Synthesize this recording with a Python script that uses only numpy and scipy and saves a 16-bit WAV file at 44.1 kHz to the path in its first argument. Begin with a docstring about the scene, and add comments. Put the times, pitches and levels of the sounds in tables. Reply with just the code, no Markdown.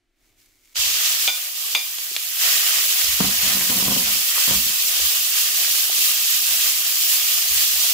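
"""In a small kitchen, sliced meat slides off a china plate into a hot oiled wok and sizzles at once.
The sizzle is thousands of tiny random bursts, oil bubbles and spatter, flaring as meat lands or is turned.
A steel spoon taps the plate twice, then stirs: ringing modes make the plate and the iron bowl sound,
short snaps make the ticks, and low noise makes the wok rock on its stand.
A burner of coloured noise murmurs underneath; the stereo microphone is close above the pan."""
import sys
import numpy as np
from scipy import signal
from scipy.fft import rfft, irfft
from scipy.io import wavfile
from scipy.ndimage import uniform_filter1d

SR = 44100
rng = np.random.default_rng(int(sys.argv[2]) if len(sys.argv) > 2 else 0)


def dump(signal):
    """Clip the signal to [-1, 1] and save it as 16-bit WAV at the path in sys.argv[1]."""
    limited = np.clip(np.atleast_2d(signal).T, -1, 1)
    pcm = np.round(limited * 32767).astype(np.int16)
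    wavfile.write(sys.argv[1], SR, pcm)


N = 349713

LANDING_S, LANDING_RISE_S = 0.742, 0.026   # the meat reaches the wok
# tone of the fine bursts: pitch_hz, level_db (per Hz)
BURST_COLOUR = [(1200, -32), (2000, -15.5), (2600, 0), (3100, 2.5), (3900, 0.5), (4900, 2.5), (7200, 0.3),
                (8300, -8), (9800, -12), (12000, -18), (17000, -39)]
# tone of the finest hiss: pitch_hz, level_db (per Hz)
STEAM_COLOUR = [(5000, -41.5), (8000, -4), (9800, -1.5), (12000, 2), (14000, 2), (15400, 2.5), (17000, -11)]
# tone of the coarse spatter, coloured by the bowl: pitch_hz, level_db (per Hz)
SPATTER_COLOUR = [(100, -32), (200, -16.5), (300, -22.5), (400, -8), (480, -12), (660, -1), (880, -9),
                  (1170, 2), (1400, -0.5), (1700, 3.5), (2200, 5.5), (3000, 3), (6000, -17.5)]
# how the sizzle leans to one side: pitch_hz, left_minus_right_db
SIZZLE_BALANCE = [(200, -2), (650, 4.5), (1300, 2), (2400, 0), (3300, -1.5), (4800, -3), (7200, -3),
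                  (8200, -0.7), (9300, -0.5), (11000, -4), (13700, -2), (15400, 4.5)]


def sizzle():
    """Water flashes to steam under the meat: a haze of tiny bursts, single pops, bubbles and coarser spatter."""
    level_db, spatter_db, steam_db = frying()
    landed = np.clip((np.arange(N) / SR - LANDING_S) / LANDING_RISE_S, 0, 1) ** 2
    # more wet surface on the iron means more bursts; they come in clumps
    busy = from_db(level_db - level_db.max() + 3.2 * drift(70))

    # each patch of meat reaches the room by paths of its own
    haze = 0
    for patch in range(3):
        haze = haze + kitchen(grains(5300 * np.sqrt(busy), spread_db=3.0, channels=2), wet_db=-3)
    pops = rms_one(kitchen(grains(500 * busy, spread_db=4.2), wet_db=-3))
    fizz = bubbles(2015, 15500, ring_s=0.0038, spread_db=2.0, count=12000)
    fizz = rms_one(kitchen(fizz, wet_db=-3.5))
    crackle = rms_one(haze) + from_db(-13) * pops + from_db(-7.0) * fizz
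    bursts = rms_one(coloured(crackle, BURST_COLOUR)) * from_db(-0.56 + 0.71 * drift(50))
    steam = rms_one(coloured(crackle, STEAM_COLOUR)) * from_db(steam_db + 0.45 * drift(50))

    # the longer waves of the spatter reach both ports more alike
    drops = 0
    for patch in range(3):
        drops = drops + kitchen(grains(750 * busy, spread_db=3.0), wet_db=-2.5)
    blobs = bubbles(302, 3500, ring_s=0.0036, spread_db=1.5, count=8000)
    drops = rms_one(drops) + 0.59 * rms_one(kitchen(blobs, wet_db=-0.5))
    spatter = rms_one(coloured(from_left(drops), SPATTER_COLOUR)) * from_db(spatter_db + drift(25))

    left, right = (bursts + steam + spatter) * from_db(level_db + 0.65 * drift(16)) * landed
    # each side takes half of the left-right difference
    left = coloured(left, SIZZLE_BALANCE, share=.5)
    right = coloured(right, SIZZLE_BALANCE, share=-.5)
    return np.vstack([left, right])


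# frying of the heap while it lies undisturbed: start_s, level_db
HEAP = [(0.77, -26.5), (0.84, -23.5), (1.1, -25), (1.27, -26), (1.42, -31.5), (1.52, -32.5), (1.72, -29.5),
        (1.92, -32.5), (2.34, -31)]
SPREAD_S, SPREAD_TAKES_S, SPREAD_DB = 2.34, 0.089, -25.5   # the spoon spreads the heap to an even layer
# wet meat lands on or is turned onto hot iron and flares:
# start_s, length_s, extra_sizzle_db, extra_spatter_db
FLARES = [(0.754, 0.16, 1, -1), (0.976, 0.12, 1.3, 2), (2.378, 0.18, 3, 4), (2.604, 0.22, 1.4, 3),
          (2.944, .1, 1.8, 1.5), (3.173, 0.066, 1.2, 5.5), (3.354, 0.17, 2.1, 4.5), (3.82, .1, .5, 1),
          (4.022, 0.061, 2, 3.5), (4.332, 0.17, 3, 2), (4.87, 0.29, 0.5, 1), (5.32, 0.11, 2, 0.5),
          (5.534, .15, 0.9, 0.5), (5.93, 0.17, 2, -0.5), (6.415, 0.26, 1.25, .5), (6.981, 0.15, 2.2, -0.5),
          (7.24, 0.14, 1.1, 0), (7.49, 0.13, 1.5, 0.5), (7.788, 0.12, 2.1, 0.5)]
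FLARE_RISE_S, FLARE_FALL_S = 0.06, 0.07
SPATTER_DB = -11.5   # relative to the sizzle, when the meat lands
DRYING_DB_PER_S = 0.13   # coarse spatter thins out as the meat sears
STEAM_DB = 1.32   # finest hiss relative to the sizzle
STEAM_ONSET_DB, STEAM_BUILDS_S = -8, 0.29   # the hiss builds up after the landing
STEAM_LOSS = 0.45   # dB less hiss for each dB of extra spatter
STEAM_COVERED = 0.077   # dB more hiss, relatively, for each dB that the heap is quieter


def frying():
    """Levels in dB of the sizzle, and of spatter and steam beside it: the heap settles, is spread, and flares."""
    t = np.arange(N) / SR
    age = np.maximum(t - LANDING_S, 0)
    heap_db, = in_time(HEAP)
    spread = np.clip((t - SPREAD_S) / SPREAD_TAKES_S, 0, 1)
    base_db = (1 - spread) * heap_db + spread * SPREAD_DB
    flare_db, spit_db = 0, 0
    for s, length, sizzle_db, spatter_db in FLARES:
        fresh = swell(s, length, FLARE_RISE_S, FLARE_FALL_S)
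        flare_db = flare_db + sizzle_db * fresh
        spit_db = spit_db + spatter_db * fresh
    level_db = base_db + flare_db
    steam_db = STEAM_DB + STEAM_ONSET_DB * np.exp(-age / STEAM_BUILDS_S)
    steam_db = steam_db + STEAM_COVERED * (SPREAD_DB - level_db) - STEAM_LOSS * spit_db
    return level_db, SPATTER_DB - DRYING_DB_PER_S * age + spit_db, steam_db


# spoon taps on the plate: start_s, level_db, place (on the rim, 0-1)
TAPS = [(1.2768, -10, 0), (1.7497, -10, 1)]
# plate modes in close pairs: pitch_hz, strength_a_db, strength_b_db, t60_s (time to fade by 60 dB)
# a counts 1.5 times at place 0 and half at place 1; b counts only away from place 0
PLATE_MODES = [(1464, -13, -35, .27), (1486, -16, -35, .24), (2050, -24, -15, .2), (2379, -8, -7, .28),
               (2417, -8, -11, .27), (3480, -10, -8, .2), (3531, -2, -7, .27), (3682, -18, -12, .19),
               (4834, -9, -6, .23), (4865, -13, -11, .2), (6340, -12, -15, .19), (6440, -9, -12, .19),
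               (8250, -22, -11, .11)]
# tone of the plate's clack: pitch_hz, level_db (per Hz)
CLACK_COLOUR = [(80, -52), (200, -25), (400, -9.5), (700, -2), (1150, -3), (1750, -17), (2300, 7.5),
                (3000, 3), (3700, 7), (4500, -15), (9000, -22)]
CLACK_DB, CLACK_S = -2.5, 0.012   # clack of the hand-held plate: level relative to the tap, decay time


def plate():
    """Paired modes beat as they die, over a short clack; the place of the tap sets their strengths."""
    s, level_db, place = np.transpose(TAPS)
    rings = 0
    for k, (hz, a_db, b_db, t60) in enumerate(PLATE_MODES):
        strength = from_db(level_db + (1.5 - place) * a_db + place * b_db)
        rings = rings + (-1) ** k * ring(blows(s, strength), hz, t60)
    noise = rng.standard_normal((2, N)) + rng.standard_normal(N)   # partly shared by both sides
    body = rms_one(coloured(noise, CLACK_COLOUR))
    clack = body * sum(from_db(db + CLACK_DB) * swell(at, 0, .0005, CLACK_S) for at, db, _ in TAPS)
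    return kitchen(rings, wet_db=-13) + kitchen(clack, wet_db=-7)


# spoon ticks and squelches, damped by the meat: start_s, level_db, pitch_hz (centre)
TICKS = [(.417, -45, 5000), (.46, -45, 7000), (.555, -46, 8000), (.65, -47, 6000), (.671, -47, 9000),
         (.757, -16, 3500), (1.036, -23, 1800), (1.197, -11, 4500), (1.9855, -16, 3500), (2.114, -41, 400),
         (2.1525, -15, 7000), (1.2768, -6, 4000), (1.7497, -5, 3500), (2.1645, -6, 3800),
         (2.369, -16, 3500), (3.016, -18, 2000), (3.611, -17, 2200), (4.381, -20, 1200), (5.0, -31, 700),
         (5.897, -28, 700)]


def ticks():
    """Each contact is one sharp snap with a few milliseconds of grit behind it."""
    out, t = np.zeros(N), np.arange(SR // 20) / SR
    for s, level_db, hz in TICKS:
        edges = [hz / 1.9, min(hz * 1.7, SR / 2.5)]
        band = signal.butter(1, edges, "band", fs=SR, output="sos")
        snap = 1.6 * signal.sosfilt(band, np.sin(2 * np.pi * hz * t) * np.exp(-hz * t))
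        grit = rms_one(signal.sosfilt(band, rng.standard_normal(len(t))))
        grit *= .25 * np.exp(-t / .0014) + .08 * np.exp(-t / .013)
        at = round(s * SR)
        out[at:at + len(t)] += from_db(level_db) * (snap + grit)
    return kitchen(out, wet_db=-7)


# wok modes: pitch_hz, level_db, t60_s (time to fade by 60 dB)
WOK_MODES = [(66.4, -33, 0.28), (125, -12, 0.13), (157, -9, .09), (190, 2.5, 0.15), (203.5, 0.5, 0.058),
             (251.5, 2, 0.11), (386, -9, 0.11), (474, -3.5, 0.036), (526.5, -6, 0.16), (683, -13, 0.034),
             (728, -4, 0.041), (923, -3, 0.038), (1020, -5, 0.074), (1340, -24, .03)]


def bowl(clicks):
    """The iron bowl radiates by its velocity, so a slow push makes no sound."""
    out = 0
    for hz, db, t60 in WOK_MODES:
        velocity = np.diff(ring(clicks, hz, t60), prepend=0) * SR / (2 * np.pi * hz)
        out = out + velocity * from_db(db)
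    return out


# strokes of the spoon dragging over the iron: start_s, length_s, level_db (judder at the stroke's end)
STROKES = [(3.196, 0.021, -22), (3.423, 0.21, -37), (3.685, 0.24, -31), (3.96, .03, -36),
           (4.044, 0.12, -48), (4.48, .035, -28.5), (4.642, 0.033, -46.5)]
STROKE_RISE_S, STROKE_FALL_S, PRESS_DB_PER_S = 0.01, 0.046, 20   # the hand presses harder along a stroke
# hard catches of the spoon on the wok: start_s, level_db
CATCHES = [(3.2048, -24), (3.2092, -24.5), (3.223, -41), (3.548, -44.5), (3.702, -36), (3.765, -42.5),
           (3.825, -33), (3.882, -30), (3.891, -47), (3.921, -30.5), (3.963, -34.5), (4.478, -39.5),
           (4.51, -37)]
# wok sound above WIDE_HZ repeats a little later, in opposite sense left and right, which widens it
WIDE_LAG_S, WIDE_HZ, WIDE_DB = 0.00338, 347, -1.5


def wok():
    """The spoon sticks and slips; each slip and each hard catch rings the loaded iron bowl."""
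    t = np.arange(N) / SR
    pressure = 0
    for s, length, db in STROKES:
        press_db = db + PRESS_DB_PER_S * np.minimum(t - s - length, 0)
        pressure = pressure + from_db(press_db) * swell(s, length, STROKE_RISE_S, STROKE_FALL_S)
    judder = rms_one(bowl(grains(400, spread_db=1.0)[0])) * pressure
    s, level_db = np.transpose(CATCHES)
    catches = bowl(blows(s, from_db(level_db)))
    # meat softens the contact
    cushioned = signal.sosfilt(signal.butter(3, 1500, fs=SR, output="sos"), judder + catches)
    high = signal.sosfilt(signal.butter(2, WIDE_HZ, "high", fs=SR, output="sos"), cushioned)
    widening = from_db(WIDE_DB) * np.interp(t - WIDE_LAG_S, t, high) * np.array([[1], [-1]])
    return kitchen(cushioned + widening, wet_db=-14) * from_db([[1], [-1]])   # left 2 dB above right


# shoves that rock the wok on its stand: start_s, length_s, level_db
SHOVES = [(0.763, 0.15, -49), (1.038, 0.064, -57), (1.62, .12, -64), (3.026, 0.11, -42), (3.19, .07, -40.5),
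          (3.33, 0.27, -48), (3.68, .06, -61), (3.84, 0.065, -47), (4.023, 0.09, -47.5), (4.32, 0.037, -56),
          (4.488, 0.069, -36), (4.62, 0.039, -50.5), (4.99, 0.047, -43.5), (5.3, .04, -55.5),
          (5.764, .14, -64), (6.476, 0.053, -53), (6.647, .04, -58), (7.5, 0.039, -40.5),
          (7.71, 0.049, -51)]
# tone of the rocking: pitch_hz, level_db (per Hz)
ROCK_COLOUR = [(20, -8), (45, -17), (63, 8), (80, -10), (110, -14), (170, -29), (400, -37)]
ROCK_RISE_S, ROCK_FALL_S = 0.019, 0.044
TREMBLE_DB = -66.5   # the stirred wok is never quite still


def stand():
    """Falling meat and the push of the spoon rock the heavy wok: a low, soft boom."""
    push = sum(from_db(db) * swell(s, length, ROCK_RISE_S, ROCK_FALL_S) for s, length, db in SHOVES)
    stirred = np.clip((np.arange(N) / SR - SPREAD_S) / SPREAD_TAKES_S, 0, 1)
    push = np.hypot(push, from_db(TREMBLE_DB) * stirred)
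    boom = coloured(rng.standard_normal(N), ROCK_COLOUR)[0]
    # level out the noise so that only the push shapes its loudness
    even = boom / np.sqrt(uniform_filter1d(boom ** 2, size=4000) + 1e-12)
    return even * push * from_db([[.7], [-.7]])


# level of the sliding meat, including a fade-in over the first quarter second: start_s, level_db
SLIDING_LEVEL = [(0, -97), (.14, -83), (.21, -69), (.26, -64), (.36, -69), (.39, -57.5), (.47, -60),
                 (.5, -63), (.61, -63), (.645, -58), (.74, -57)]
# tone of the sliding: pitch_hz, level_db (per Hz)
SLIDE_COLOUR = [(300, -3), (900, -6), (1900, 1), (2200, 9.5), (2500, 2), (4000, 3.5), (7000, 5), (9000, 0),
                (16000, 2.5)]


def sliding_meat():
    """Tiny wet snaps, mixed with noise, as the slices peel from the china."""
    level_db, = in_time(SLIDING_LEVEL)
    snaps = rms_one(grains(5000, spread_db=5.0)) + rng.standard_normal((2, N))
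    return from_db(level_db) * rms_one(coloured(snaps, SLIDE_COLOUR))


# level of the burner, including a fade-in over the first quarter second: start_s, level_db
BURNER_LEVEL = [(0, -66), (.13, -66.5), (.24, -57.5), (.75, -63), (7.93, -73)]
# tone of the burner: pitch_hz, level_db (per Hz)
BURNER_COLOUR = [(25, 15.5), (65, -7), (110, -4), (170, -25), (260, -6), (350, -4), (470, -19), (700, -14),
                 (900, -23), (2200, -15.5), (8000, -28), (16000, -40)]


def burner():
    """Soft rush of the flame: coloured noise, mostly shared by both sides."""
    level_db, = in_time(BURNER_LEVEL)
    rush = rng.standard_normal(N) + .5 * rng.standard_normal((2, N))
    return from_db(level_db) * rms_one(coloured(rush, BURNER_COLOUR))


KITCHEN_T60_S = 0.34   # time for the room's tail to fade by 60 dB


def kitchen(x, wet_db):
    """Direct sound plus a short diffuse tail from hob, hood and walls, unlike at each port."""
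    t = np.arange(SR // 2) / SR
    tail = rng.standard_normal((2, len(t))) * from_db(-60 * t / KITCHEN_T60_S) * (t > .002)
    tail /= np.sqrt(np.sum(tail ** 2, axis=1, keepdims=True))
    return x + from_db(wet_db) * convolve(x, tail)


PORT_LAG_S = .00007   # the microphone's left port is nearer to the pan


def from_left(x):
    """The right port hears it a little later."""
    return np.vstack([x[0], np.interp(np.arange(N) - PORT_LAG_S * SR, np.arange(N), x[1])])


def bubbles(low_hz, high_hz, ring_s, spread_db, count, size=700):
    """Oil bubbles burst at random places, each ringing briefly at a pitch of its own."""
    when, pitch, side, bulk = rng.random((count, 4, 1)).transpose(1, 0, 2)
    t = np.arange(size) / SR
    height = from_db(spread_db * np.minimum(-np.log(1 - bulk), 4))   # many small, a few large
    hz = low_hz + pitch * (high_hz - low_hz)
    pings = height * np.sin(2 * np.pi * hz * t) * np.exp(-t / ring_s)
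    at = ((when * (N - size)).astype(int) + np.arange(size)).ravel()
    ports = [np.bincount(at, (pings * port(np.pi * side)).ravel(), N) for port in (np.cos, np.sin)]
    return rms_one(np.array(ports))


def grains(per_s, spread_db, channels=1):
    """Clicks at random moments: many small, a few large, of either sign."""
    shape = (channels, N)
    sizes = from_db(spread_db * np.minimum(rng.exponential(1, shape), 4))
    return (rng.random(shape) < per_s / SR) * sizes * rng.choice([-1, 1], shape)


def blows(times, gains):
    """One click for each blow."""
    out = np.zeros(N)
    out[np.round(np.asarray(times) * SR).astype(int)] = gains
    return out


def ring(clicks, hz, t60):
    """A unit click sets a sine ringing from height 1, fading by 60 dB in t60 seconds."""
    r, w = from_db(-60 / (t60 * SR)), 2 * np.pi * hz / SR
    return signal.lfilter([0, np.sin(w)], [1, -2 * r * np.cos(w), r * r], clicks + 1e-18)


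def swell(start, length, rise_s, fall_s):
    """Envelope of one gesture: it rises, holds until its length is over, then dies away."""
    t = np.arange(N) / SR - start
    return np.clip(t / rise_s, 0, 1) * np.exp(-np.clip((t - length) / fall_s, 0, 20))


def drift(rate):
    """Slow chance with a spread near 1, from random points joined by lines, rate points a second."""
    steps = np.arange(N) / SR * rate
    return np.interp(steps, np.arange(N), rng.standard_normal(N))


def coloured(x, points, share=1, size=8192):
    """Causal (minimum-phase) filter that follows a share of a (Hz, dB) spectrum."""
    hz, db = np.transpose(points)
    bins = np.maximum(np.fft.rfftfreq(size, 1 / SR), 1)
    cepstrum = irfft(np.log(from_db(share * np.interp(np.log(bins), np.log(hz), db))))
    # folding the cepstrum forward makes the filter respond as early as it can
    cepstrum[1:size // 2] *= 2
    cepstrum[size // 2 + 1:] = 0
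    return convolve(x, irfft(np.exp(rfft(cepstrum))))


def convolve(x, response):
    """Pass a sound through a response, channel by channel."""
    return signal.oaconvolve(np.atleast_2d(x), np.atleast_2d(response), axes=1)[:, :N]


def in_time(rows):
    """Each column of a curve at every sample."""
    s, *columns = np.transpose(rows)
    return [np.interp(np.arange(N) / SR, s, c) for c in columns]


def rms_one(x):
    """Scale so that the average of the channels has rms 1."""
    return x / np.sqrt(np.mean(np.atleast_2d(x).mean(axis=0) ** 2) + 1e-20)


def from_db(db):
    """Decibels to gain."""
    return 10 ** (np.asarray(db) / 20)


def scene():
    """Everything at the hob, in stereo."""
    return sizzle() + sliding_meat() + plate() + ticks() + from_left(wok() + stand()) + burner()


LIMIT_DB, LIMIT_RELEASE_DB_PER_S = -14.5, 28


def limiter(x):
    """The gain ducks within milliseconds under a loud blow and creeps back."""
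    power = signal.lfilter([1 / 130], [1, 1 / 130 - 1], np.mean(x ** 2, axis=0))   # smoothed over 3 ms
    over_db = np.maximum(10 * np.log10(power + 1e-12) - LIMIT_DB, 0)
    creep_db = LIMIT_RELEASE_DB_PER_S * np.arange(N) / SR
    return x * from_db(creep_db - np.maximum.accumulate(over_db + creep_db))


LOW_CUT_HZ, CUTOFF_HZ = 33, 15600


def record(dry):
    """Deep bass is cut, loud blows duck the gain, the highest peaks are rounded, and the very top is cut."""
    ports = limiter(signal.sosfilt(signal.butter(2, LOW_CUT_HZ, "high", fs=SR, output="sos"), dry))
    rounded = ports / (1 + (ports / .85) ** 4) ** .25
    return signal.sosfilt(signal.ellip(12, .1, 90, CUTOFF_HZ, fs=SR, output="sos"), rounded)


dry = scene()
out = record(dry)
dump(out)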